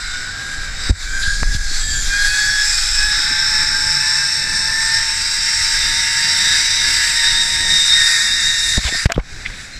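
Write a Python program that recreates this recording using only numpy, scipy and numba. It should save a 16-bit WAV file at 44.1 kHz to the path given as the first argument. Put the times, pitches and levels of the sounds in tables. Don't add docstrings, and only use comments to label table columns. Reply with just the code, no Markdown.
import sys
import numpy as np
from scipy import signal
from scipy.io import wavfile
from scipy.ndimage import uniform_filter1d
from numba import njit

SR = 44100
rng = np.random.default_rng(int(sys.argv[2]) if len(sys.argv) > 2 else 0)


def convert_level_to_amplitude(level_db):
    exponent = np.asarray(level_db, float) / 20
    return 10 ** exponent


def persist_wave(psi):
    counts = np.round(np.clip(psi, -1, 1) * 32767).astype(np.int16)
    wavfile.write(sys.argv[1], SR, np.atleast_2d(counts).T)


N = 431738
T = np.arange(N) / SR
DROP_S = 9.06
CRUISE_HZ = 900


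def curve(table):
    s, *columns = np.transpose(table)
    return [np.interp(T, s, column) for column in columns]


@njit
def svf(x, hz, width):
    y, band, low = np.empty(len(x)), 0., 0.
    for i in range(len(x)):
        g, k = np.tan(np.pi * hz[i] / SR), width / hz[i]
        v = (band + g * (x[i] - low)) / (1 + g * (g + k))
        band, low, y[i] = 2 * v - band, low + 2 * g * v, k * v
    return y


def ring(hz, width_hz, size=N):
    hz = np.minimum(hz * np.ones(size), SR / 2.3)
    once = svf(rng.standard_normal(size), hz, 1. * width_hz)
    twice = svf(once, hz, 1. * width_hz)
    return twice / twice.std()


def walk(rate):
    hold = int(SR / rate)
    steps = np.repeat(rng.standard_normal(N // hold + 1), hold)
    return 1.3 * uniform_filter1d(uniform_filter1d(steps, hold), hold)[:N]


def tone(hz, width_hz, flicker_db):
    phase = 2 * np.pi * np.cumsum(hz + width_hz * walk(60)) / SR
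    return np.sqrt(2) * convert_level_to_amplitude(flicker_db * walk(22)) * np.sin(phase)


def outside(s, length):
    return np.maximum(s - T, 0), np.maximum(T - s - length, 0)


def window(s, length, edge_s):
    return np.exp(-(sum(outside(s, length)) / edge_s) ** 2)


def spell(s, length, size):
    return size * window(s, length, 0.14)


def skirt_db(hz, centre_hz, width_hz):
    return -10 * np.log10(1 + ((hz - centre_hz) / width_hz) ** 4)


# start_s, level_db
WIND_BUFFETS = [(0.0, -30.5), (0.43, -41), (0.87, -28.5), (1.45, -22.5), (2.07, -23), (2.29, -32),
                (3.19, -33.5), (4.3, -43.5), (4.61, -37.5), (5.5, -40.5), (5.83, -35), (6.3, -48),
                (7.3, -38.5), (8.26, -40), (8.7, -36), (9.0, -42), (9.79, -47.5)]
# pitch_hz, level_db (per Hz)
RUSTLE_SPECTRUM = [(35, -29), (60, 3.5), (310, -15.5), (398, -19), (834, -19), (911, -4), (982, -35),
                   (1200, -26), (1560, -43), (2640, -120)]
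# start_s, length_s, level_db
RUSTLE_GUSTS = [
    (0.302, 0.27, 3),
    (4.447, 0.13, 2.5),
    (5.2, 0.77, -0.5),
    (6.346, 0.055, 3.5),
    (7.449, .25, 4),
]


def wind():
    buffet_db = curve(WIND_BUFFETS)[0]
    rustle_db = -42.5 + 0.011 * (buffet_db + 42.5)
    rustle_db += spell(2.63, 0.3, -7)
    rustle_db += sum(spell(*row) for row in RUSTLE_GUSTS)
    gust = walk(11)
    buffet = ring(33.7, 18.7) + convert_level_to_amplitude(-14.5) * ring(67, 70) + convert_level_to_amplitude(5.5) * ring(15.1, 11.5)
    f, db = np.transpose(RUSTLE_SPECTRUM)
    rustle = np.zeros(N)
    for hz in 70 * 2 ** np.arange(0, 4.1, .5):
        band_db = np.interp(np.log(hz), np.log(f), db) + 1.7 * gust + 2.4 * walk(15)
        rustle += convert_level_to_amplitude(band_db) * np.sqrt(hz) * ring(hz, hz / 2)
    return convert_level_to_amplitude(buffet_db + 2.5 * gust) * buffet + convert_level_to_amplitude(rustle_db + 3.0) * rustle / rustle.std()


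# start_s, pitch_hz, level_db
OTHER_TROLLEY = [(0, 1572, -37), (.55, 1631, -30.5), (.7, 1610, -34), (.76, 1625, -42), (1.1, 1640, -33),
                 (1.3, 1646, -25.5), (1.85, 1692, -36), (2.3, 1710, -48), (3.05, 1742, -33),
                 (4.2, 1772, -31), (5.5, 1850, -46), (6.35, 1812, -31), (7.4, 1792, -35.5),
                 (7.8, 1813, -47), (8.3, 1785, -34), (9, 1796, -32.5)]


def other_trolley():
    hz, level_db = curve(OTHER_TROLLEY)
    return convert_level_to_amplitude(level_db) * tone(hz, 2.88, flicker_db=2.0)


# start_s, level_db (peak), pitch_hz, decay_s
THUDS_IN = [(0.896, -2.5, 204, 0.0024), (0.907, 3.5, 56.4, 0.0086), (1.419, -7, 40, 0.0093),
            (1.4255, 0.5, 80, 0.0029), (1.548, -6, 92, 0.0065), (1.713, -22, 290, 0.002),
            (8.774, -3, 51.9, 0.011), (8.779, -6, 193, 0.0043), (9.0576, 12.5, 98, 0.0022),
            (9.15, -22, 70, .01), (9.164, -11, 126, 0.01), (9.184, -10, 170, .003),
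            (9.179, -4, 480, 0.0025), (9.188, -5, 47, 0.011), (9.482, -18.5, 32, .03)]
# start_s, level_db (peak), pitch_hz, decay_s
THUDS_OUT = [(0.9, -1, 88.5, 0.016), (1.276, -4.5, 58, 0.0097), (3.192, -28, 287, 0.0096),
             (3.31, -24, 280, 0.01), (3.63, -31, 290, 0.011), (5.61, -14, 62.6, 0.011),
             (8.85, -5, 58, 0.017), (8.925, -9, 299, 0.0014), (8.952, -14, 220.5, 0.0018),
             (9.061, 4, 39.7, 0.0045), (9.1794, 5.5, 160, 0.0025), (9.181, -5, 89, 0.0059),
             (9.505, -23, 76.4, 0.016), (9.59, -34, 90, 0.011), (9.75, -21, 40, .03)]


def thuds():
    out = np.zeros(N)
    for way, table in ((-0.92, THUDS_IN), (0.65, THUDS_OUT)):
        for s, db, hz, decay in table:
            t = np.maximum(T - s, 0)
            swing = np.sin(2 * np.pi * hz * t) * np.exp(-t / decay)
            out += way * convert_level_to_amplitude(db) * swing * np.tanh(t * hz * 8)
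    return out


# start_s, level_db (drop)
LEVEL_DUCKS = [(0.909, 18.5), (0.97, 2), (1.431, 3.5), (1.566, 7), (8.78, 5.5), (8.8, 2), (8.897, 4),
               (8.968, 2.5), (9.0, 2.5), (9.03, 1.5), (9.043, 6), (9.0573, 11), (9.125, 10), (9.19, 6)]


def level_drop_db():
    drop_db, attack_s, recover_s = np.zeros(N), 0.0045, 0.07
    for s, db in LEVEL_DUCKS:
        t = np.maximum(T - s, 0)
        drop_db += db * (1 - np.exp(-t / attack_s)) * np.exp(-t / recover_s)
    return drop_db


def add_knock(out, s, db, hz, width_hz, rise_s, decay_s, sharp):
    i = int(s * SR) - 2048
    t = T[i:i + 8192] - s
    burst = ring(hz, width_hz, size=8192)[:len(t)]
    if sharp:
        burst = 0.24 * burst - 2.57 * np.sin(2 * np.pi * hz * np.maximum(t, 0))
    out[i:i + 8192] += convert_level_to_amplitude(db) * burst * np.exp(np.where(t < 0, t / rise_s, -t / decay_s))


# start_s, level_db (rms), pitch_hz, decay_s
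CASING_TICKS = [(1.43145, -10, 1530, 0.00054), (1.4316, -23, 2580, 0.00033), (9.057, -11.5, 1800, 0.00072),
                (9.0575, -14.5, 5000, 0.00044), (9.06, -24, 3330, 0.00076), (9.092, -33, 795, .002),
                (9.099, -24, 680, 0.014), (9.0995, -34, 3500, .0015), (9.099, -20, 1900, .0012),
                (9.104, -17.5, 1490, 0.0011), (9.106, -25, 1900, 0.00082), (9.116, -22, 880, 0.00072),
                (9.116, -28, 2300, .001), (9.12, -13.5, 1600, 0.0014), (9.1216, -14.5, 2470, 0.0011),
                (9.1198, -20, 5000, .001), (9.1208, -17, 7000, 0.00092), (9.145, -33, 3220, .002),
                (9.162, -28, 1300, 0.0017), (9.199, -26.5, 2240, .002), (9.5003, -25, 1300, 0.0007),
                (9.12, -37, 12000, 0.00092)]


def casing_ticks():
    out = np.zeros(N)
    for s, db, hz, decay in CASING_TICKS:
        add_knock(out, s, db, hz, min(1.2 * hz, 5000), .0003, decay, sharp=True)
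    return out


# start_s, level_db (rms), pitch_hz, width_hz, decay_s
HARNESS_SCRAPES = [(.903, -30, 543, 500, .008), (1.95, -35, 4000, 3000, .03),
                   (1.231, -22.5, 3900, 1300, 0.055), (1.545, -21, 4400, 2500, 0.014),
                   (8.94, -25, 5000, 500, 0.044), (8.779, -27, 591, 700, 0.0096),
                   (8.851, -25, 1500, 2500, 0.016), (8.869, -21, 3500, 700, .006),
                   (8.869, -25, 1700, 1500, 0.0027), (8.885, -27, 680, 400, 0.0092),
                   (8.877, -18, 2200, 1500, 0.0039), (8.881, -22, 1230, 1200, 0.004),
                   (8.884, -27, 3460, 600, 0.0055), (8.888, -19, 2400, 1200, .003),
                   (8.894, -26, 1300, 1500, 0.0017), (8.894, -29, 3400, 700, .002),
                   (8.945, -27.5, 694, 300, 0.0044), (9.062, -14, 1790, 3000, 0.0027),
                   (9.095, -29, 1000, 1500, 0.0024), (9.122, -21, 4000, 5000, 0.0016),
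                   (9.126, -26, 1900, 1500, 0.003), (9.139, -38, 1500, 2500, .003),
                   (9.15, -32, 3340, 900, 0.0063), (9.162, -37, 3300, 700, 0.0027),
                   (9.147, -46, 9000, 8000, .004), (9.159, -27, 1190, 1800, 0.0034),
                   (9.179, -29, 890, 1500, 0.0034), (9.199, -34, 2260, 900, 0.0027),
                   (9.195, -27.5, 1040, 1000, 0.0085), (9.11, -32, 1200, 2000, .004),
                   (9.454, -27, 2050, 600, .004), (9.462, -18, 2100, 600, 0.0035),
                   (9.47, -25, 2200, 700, .003), (9.463, -28.5, 3370, 700, 0.008),
                   (9.501, -28, 1290, 2020, 0.0028), (9.54, -34, 2150, 496, 0.0051),
                   (9.74, -38, 4140, 160, 0.055)]


def harness_scrapes():
    out = np.zeros(N)
    for s, db, hz, width, decay in HARNESS_SCRAPES:
        add_knock(out, s, db, hz, width, min(0.82 * decay, 0.012), decay, sharp=False)
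    return out


# start_s (first crest), length_s, rate_hz, depth_hz (of strand rate)
CABLE_BOUNCES = [
    (3.06, .9, 8.6, 4),
    (4.22, .42, 8, 8),
    (5.04, .7, 9, 9),
    (5.88, 1.1, 9.2, 6),
    (7.065, .6, 8.9, 11),
    (7.75, .3, 9, 4),
    (8.13, .3, 9.1, 9),
    (8.5, .28, 8.3, 3),
]


def bounce():
    swing_hz = np.zeros(N)
    for s, length, rate, depth in CABLE_BOUNCES:
        swing_hz += depth * window(s, length, .04) * np.cos(2 * np.pi * rate * (T - s))
    return 1 + swing_hz / CRUISE_HZ


# start_s, length_s,
# pitch_hz, glide_hz_per_s, level_db
TROLLEY_STREAKS = [(0, .3, 1445, 150, -36), (.03, .07, 4090, -2500, -38), (.06, .11, 3690, -300, -35),
                   (.05, .1, 2135, 300, -39), (.76, .14, 3810, 0, -39), (1.02, .18, 2295, 450, -41),
                   (1.12, .2, 4890, 0, -39), (1.25, .35, 6100, 200, -45), (1.67, .09, 4310, 700, -34),
                   (1.8, .17, 4430, 900, -38), (1.82, .08, 3760, 0, -36), (1.83, .16, 1735, 0, -32),
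                   (1.82, .1, 3310, -700, -39), (1.92, .04, 3260, 2000, -39), (1.96, .09, 3330, -1200, -38),
                   (1.8, .12, 4830, 900, -36), (7.78, .2, 4140, 0, -37), (6.3, .55, 3815, 90, -29),
                   (1.9, .1, 4610, 0, -34), (2.1, .2, 2415, 450, -37), (2.3, .15, 2512, 0, -36),
                   (2.14, .35, 1485, 100, -32), (2.17, .2, 4210, 300, -35), (2.29, .17, 4570, 0, -31),
                   (2.36, .17, 4335, 600, -32), (2.48, .15, 5385, 0, -31), (2.68, .42, 2465, 150, -35),
                   (3.1, .4, 3525, 200, -36), (3.2, .3, 3275, 100, -43), (4.0, .7, 2612, 30, -40),
                   (5.2, 1., 4755, 90, -32), (6.2, .8, 4810, 60, -28), (7.1, .8, 4885, 30, -32),
                   (7.95, .4, 5025, 0, -29), (6.4, .5, 5975, 60, -32), (5.8, 1., 5715, 50, -34),
                   (7.2, 1.4, 5575, 0, -33), (6.8, .2, 2755, 0, -37), (8.79, .055, 3750, -1500, -31),
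                   (8.86, .04, 3600, -3000, -31), (8.27, .46, 2752, 50, -40), (8.935, .035, 5055, 0, -26),
                   (8.98, .045, 4955, 0, -29)]


def streaks():
    out, waver = np.zeros(N), bounce()
    for s, length, hz, glide, db in TROLLEY_STREAKS:
        span = slice(max(int((s - .1) * SR), 0), int((s + length + .1) * SR))
        t = T[span] - s
        pitch = (hz + glide * np.clip(t, 0, length)) * waver[span]
        level = convert_level_to_amplitude(db + 2.5 * walk(30)[span]) * window(s, length, .018)[span]
        line = np.sin(2 * np.pi * np.cumsum(pitch * (1 + .0035 * walk(50)[span])) / SR)
        out[span] += level * (1.5 * line + .4 * ring(pitch, hz / 35, size=len(t)))
    return out


# start_s, length_s, pitch_hz, glide_hz_per_s, level_db
GRIT_GLINTS = [(1.1, 0.27, 7000, -800, -37), (1.8, 0.24, 7700, -2800, -29), (2.5, 0.26, 5500, -1000, -28),
               (2.675, 0.41, 7450, 902, -28.5), (8.876, 0.15, 7500, 500, -29),
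               (8.95, 0.044, 4500, 2001, -29.5), (1.197, .11, 1590, 397, -22.5), (3.1, .3, 3750, 0, -27.5),
               (1.21, .08, 10500, 0, -47), (1.85, 0.23, 11700, 0, -52), (2.1, .7, 11500, 0, -54),
               (1.8, 1.3, 10000, -300, -60), (2.15, .95, 11000, -1, -48), (1.16, .4, 8800, 0, -47),
               (8.9, .12, 9300, 3000, -40), (9.0, .035, 8800, 8000, -35.5), (8.82, .03, 7400, 4000, -38),
               (8.99, 0.038, 6000, 2, -29)]


def glints():
    out = np.zeros(N)
    for s, length, hz, glide, db in GRIT_GLINTS:
        pitch = hz + glide * np.clip(T - s, 0, length)
        out += convert_level_to_amplitude(db + 2.8 * walk(14.0)) * window(s, length, 0.022) * ring(pitch, hz / 11)
    return out


# start_s, level_db (trolley), brightness_db, facing (share 0-1)
CAMERA_POSE = [(0, -27.5, 0, 0.65), (.7, -28, -4.5, 0.3), (.88, -26, 0.5, 0.97), (1.03, -28.5, 0, 0.1),
               (1.28, -31, 5, 0.3), (1.45, -28.5, 2, 0), (1.74, -30.5, 4, 0.1), (1.86, -27, 2.5, 0.07),
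               (2.4, -23.5, 5, 0.29), (2.7, -23.5, 5.5, 0.44), (3.4, -21.5, -1, 0.8), (4.5, -23, 3, 0.81),
               (5.9, -22.5, 4, 0.93), (6.5, -20.5, 3.5, 0.94), (7.8, -24.5, 5.5, 0.73),
               (8.772, -23, 4, 0.29), (8.79, -23.5, -0.5, 0.2), (9.05, -20.5, -2.5, 0.25)]


def pose():
    level_db, bright_db, facing = curve(CAMERA_POSE)
    down = T > DROP_S
    level_db = np.where(down, -34 + 1 * (T - DROP_S), level_db)
    return level_db, np.where(down, -6, bright_db), np.clip(facing, 0, 1)


# start_s, rate_hz (strands passing per second)
STRAND_RATE = [(0, 765), (.5, 778), (1.05, 765), (1.25, 796), (1.52, 820), (1.75, 800), (2.1, 805),
               (2.35, 840), (2.65, 840), (2.82, 826), (3.3, 857), (4.6, 880), (4.82, 896), (5.78, 903),
               (5.9, 914), (7.5, 926), (8.75, 925), (9.1, 914)]


def strand_rate():
    return curve(STRAND_RATE)[0]


# start_s, length_s, level_db (2nd strand multiple), level_db (4th)
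WHEEL_SINGS = [(0.0, 0.14, -47, -64), (0.54, 0.16, -36, -46), (1.125, 0.19, -23, -33),
               (1.393, 0.3, -29.5, -56), (1.948, 0.044, -28, -34), (2.128, 0.47, -18.5, -31),
               (3.028, 0.058, -20.5, -40), (3.55, 0.074, -26.5, -57), (4.007, 0.15, -28.5, -41),
               (4.434, 0.14, -27.5, -53), (4.687, 0.3, -23, -39), (5.445, 0.065, -32, -49),
               (5.8, 0.24, -46, -28), (6.403, 0.13, -30, -25), (6.72, 0.11, -37, -26),
               (7.05, 0.03, -28, -40), (7.17, 0.025, -24, -21.5), (7.268, 0.15, -28.5, -21.5),
               (7.45, 0.12, -31, -24), (7.601, 0.12, -25.5, -22.5), (7.71, 0.24, -35.5, -19.5),
               (7.97, 0.31, -25, -23), (8.32, 0.051, -25, -19), (8.464, 0.12, -26.5, -19),
               (8.605, 0.25, -26.5, -20), (8.92, 0.035, -20, -37), (8.98, .05, -21, -40)]
# start_s, length_s, level_db (loss)
TONE_GAPS = [
    (8.787, 0.12, 12),
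    (8.972, .006, 9),
    (8.997, .004, 9),
    (9.016, .006, 8),
    (9.038, .015, 13),
    (1.197, 0.024, 7),
]


def singing():
    lead_db = np.array([[-39.5], [-51.5]])
    rise_db_s, fall_db_s = 214, 106
    for s, length, *db in WHEEL_SINGS:
        before, after = outside(s, length)
        lead_db = np.maximum(lead_db, np.array(db)[:, None] - rise_db_s * before - fall_db_s * after)
    return lead_db - sum(db * window(s, length, 0.0071) for s, length, db in TONE_GAPS)


# twist_multiple, leading_tone (0 or 1), level_db (relative to it), width_hz
LEAD_TONES = [
    (11.97, 0, 1, 6.1),
    (24, 1, 1, 13.05),
    (24.3, 1, -13, 26.2),
    (25.1, 1, -6.5, 25.5),
    (23.17, 1, -12, 24.3),
    (33.7, 1, -11, 86),
]


def lead_strands(twist_hz):
    lead_db = singing()
    out = convert_level_to_amplitude(lead_db[0] - 7.0) * ring(12 * twist_hz, 305.0)
    out += convert_level_to_amplitude(lead_db[1] - 6) * ring(24.3 * twist_hz, 290)
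    for multiple, lead, db, width in LEAD_TONES:
        lead = int(lead)
        out += convert_level_to_amplitude(lead_db[lead] + db) * tone(multiple * twist_hz, width, flicker_db=1.0 + 1.0 * lead)
    return out


# twist_multiple, pitch_hz (resonance), width_hz, level_db (over trolley), flicker_db
WEAK_TONES = [
    (1, 144.5, 1.4, -20.5, 3.5),
    (6, 870, 75, -18, 1.1),
    (7, 1025, 22, -24, 3.5),
    (11, 1593, 123, -10, 4.5),
    (13, 1985, 34.6, -7.5, 1),
    (14, 2125, 26, -11, 2),
    (18, 2730, 190, -15, 3),
]
# start_s, length_s, level_db
LOAD_SWELLS = [
    (3.65, .4, 2.5),
    (4.7, 0.33, 5),
    (5.9, .35, 2.5),
    (7.303, 0.26, 5),
    (8.096, 0.61, -2.5),
]


def weak_strands(twist_hz):
    level_db, _, facing = pose()
    out = np.zeros(N)
    for multiple, hz, width, db, flicker in WEAK_TONES:
        multiple = round(multiple)
        db = db + level_db - 4 * (1 - facing) - 8 * (T > 8.78)
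        if multiple == 6:
            db = db + sum(spell(*row) for row in LOAD_SWELLS)
        db = db + skirt_db(multiple * twist_hz, hz, width)
        out += convert_level_to_amplitude(db) * tone(multiple * twist_hz, .6 * multiple, flicker_db=flicker)
    return out


def fine_strands(twist_hz):
    level_db, bright_db, facing = pose()
    fine_db = level_db + bright_db - 13.5 - 12 * (1 - facing)
    out = np.zeros(N)
    for multiple in range(34, 40):
        hz = multiple * twist_hz
        db = fine_db + 3 * walk(4) + skirt_db(hz, centre_hz=5040, width_hz=420)
        out += convert_level_to_amplitude(db) * tone(hz, 18., flicker_db=3.)
    return out


def strands():
    twist_hz = strand_rate() * bounce() / 6
    return lead_strands(twist_hz) + weak_strands(twist_hz) + fine_strands(twist_hz)


def blur():
    patches = np.zeros(N)
    for k in range(6):
        hz, width = 3500 * 1.2 ** k, .8 * 2000 * 1.2 ** k
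        patches += convert_level_to_amplitude(3.5 * walk(8) - 1.8 * k) * ring(hz * (1 + .05 * walk(3)), width)
    return patches / patches.std()


def wheel(rate_hz, facing):
    turn_db = spell(1.7, 0.82, 8.3)
    rim_hz = 5460 + 3 * np.clip(rate_hz - CRUISE_HZ, -60, 0)
    sing_db = np.maximum(10.25 + skirt_db(6 * rate_hz, centre_hz=5100, width_hz=234), 0)
    rim_db = -5.5 - turn_db - 8.5 * (1 - facing) + sing_db
    flange_db = -4.5 - 6 * (1 - facing)
    low_db = -15 + turn_db - 8.3 + (-5 + 0.18 * turn_db) * walk(9.2)
    out = convert_level_to_amplitude(rim_db + walk(8.8)) * ring(rim_hz, 405)
    out += convert_level_to_amplitude(flange_db + 0.82 * walk(9.1)) * ring(4830, 780)
    return out + convert_level_to_amplitude(low_db) * ring(4430 * (1 + 0.0076 * walk(4)), 410)


# level_db, brightness_share, away_loss_db
TROLLEY_PARTS = [
    (-0.37, 0.038, 1),
    (1, 0.041, 9.5),
    (-0.06, 0.86, -2.5),
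    (-6, 0.97, 0),
]
# pitch_hz, width_hz, level_db, part (row of the parts above)
FRAME_MODES = [(1607, 550, -3, 0), (2074, 790, -2.5, 0), (2482, 270, -12, 0), (1235, 1300, -49, 0),
               (3720, 250, -3.5, 1), (3903, 390, -2.5, 1), (3000, 480, -6, 1), (5940, 870, -10, 2),
               (7680, 1500, 1, 3), (8185, 500, -1.5, 3), (11800, 3000, -19, 3), (14400, 2500, -31.5, 3)]


def grit():
    level_db, bright_db, facing = pose()
    rate_hz = strand_rate()
    part_db = [level_db + db + share * bright_db - away_db * (1 - facing)
               for db, share, away_db in TROLLEY_PARTS]
    part_db[3] = part_db[3] - 2 * (T > DROP_S)
    blur_db = -1.5 - 29.5 * facing ** 2
    shimmer_db = 5.5 - 26.0 + 0.122 * np.maximum(rate_hz - CRUISE_HZ, -80)
    out = convert_level_to_amplitude(part_db[2] - 1.0) * (wheel(rate_hz, facing) + convert_level_to_amplitude(blur_db) * blur())
    out += convert_level_to_amplitude(part_db[3] + shimmer_db) * ring(9820, 850)
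    for hz, width, db, part in FRAME_MODES:
        part = int(part)
        mode_db = part_db[part] + db - 3.5 + 0.34 * walk(2.57) + 0.83 * walk(12)
        lift = (rate_hz / CRUISE_HZ) ** (0.5 * (part == 0))
        sag = 0.07 * (part == 3) * (1 - facing)
        out += convert_level_to_amplitude(mode_db) * ring(hz * lift * (1 - sag + 0.0078 * walk(1.62)), width)
    return out


# start_s, length_s, share
WRIST_COVERS = [
    (1.0, .08, .5),
    (1.4, .35, 0.31),
    (3.34, 1.42, 0.47),
    (8.2, 0.42, .75),
]


def through_casing(sound):
    sound = sound - .62 * svf(sound, np.full(N, 3030.), 650.)
    covered = np.minimum(sum(spell(*row) for row in WRIST_COVERS), .9)
    for hz in (2850, 3200):
        sound = sound - covered * svf(sound, np.full(N, 1. * hz), 380.0)
    return sound


def trolleys():
    sway_db = 1.0 * walk(6) + 0.11 * walk(25) + .5 * walk(140)
    sway_db += 2 * (1 - pose()[2]) * walk(18)
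    above = convert_level_to_amplitude(sway_db) * strands() + other_trolley() + glints()
    return through_casing(convert_level_to_amplitude(sway_db) * grit() + above * (T < DROP_S))


def scene():
    airborne = trolleys() + wind() + streaks()
    handling = thuds() + casing_ticks() + harness_scrapes()
    return (airborne * convert_level_to_amplitude(-level_drop_db()) + handling)[None]


def roll_off(x):
    return signal.sosfilt(signal.butter(12, 16100, fs=SR, output="sos"), x)


def record(dry):
    top = signal.ellip(8, .2, 60, 15250, fs=SR, output="sos")
    mix = np.clip(signal.sosfilt(top, dry), -.995, .995)
    return roll_off(mix)


dry = scene()
out = record(dry)
persist_wave(out)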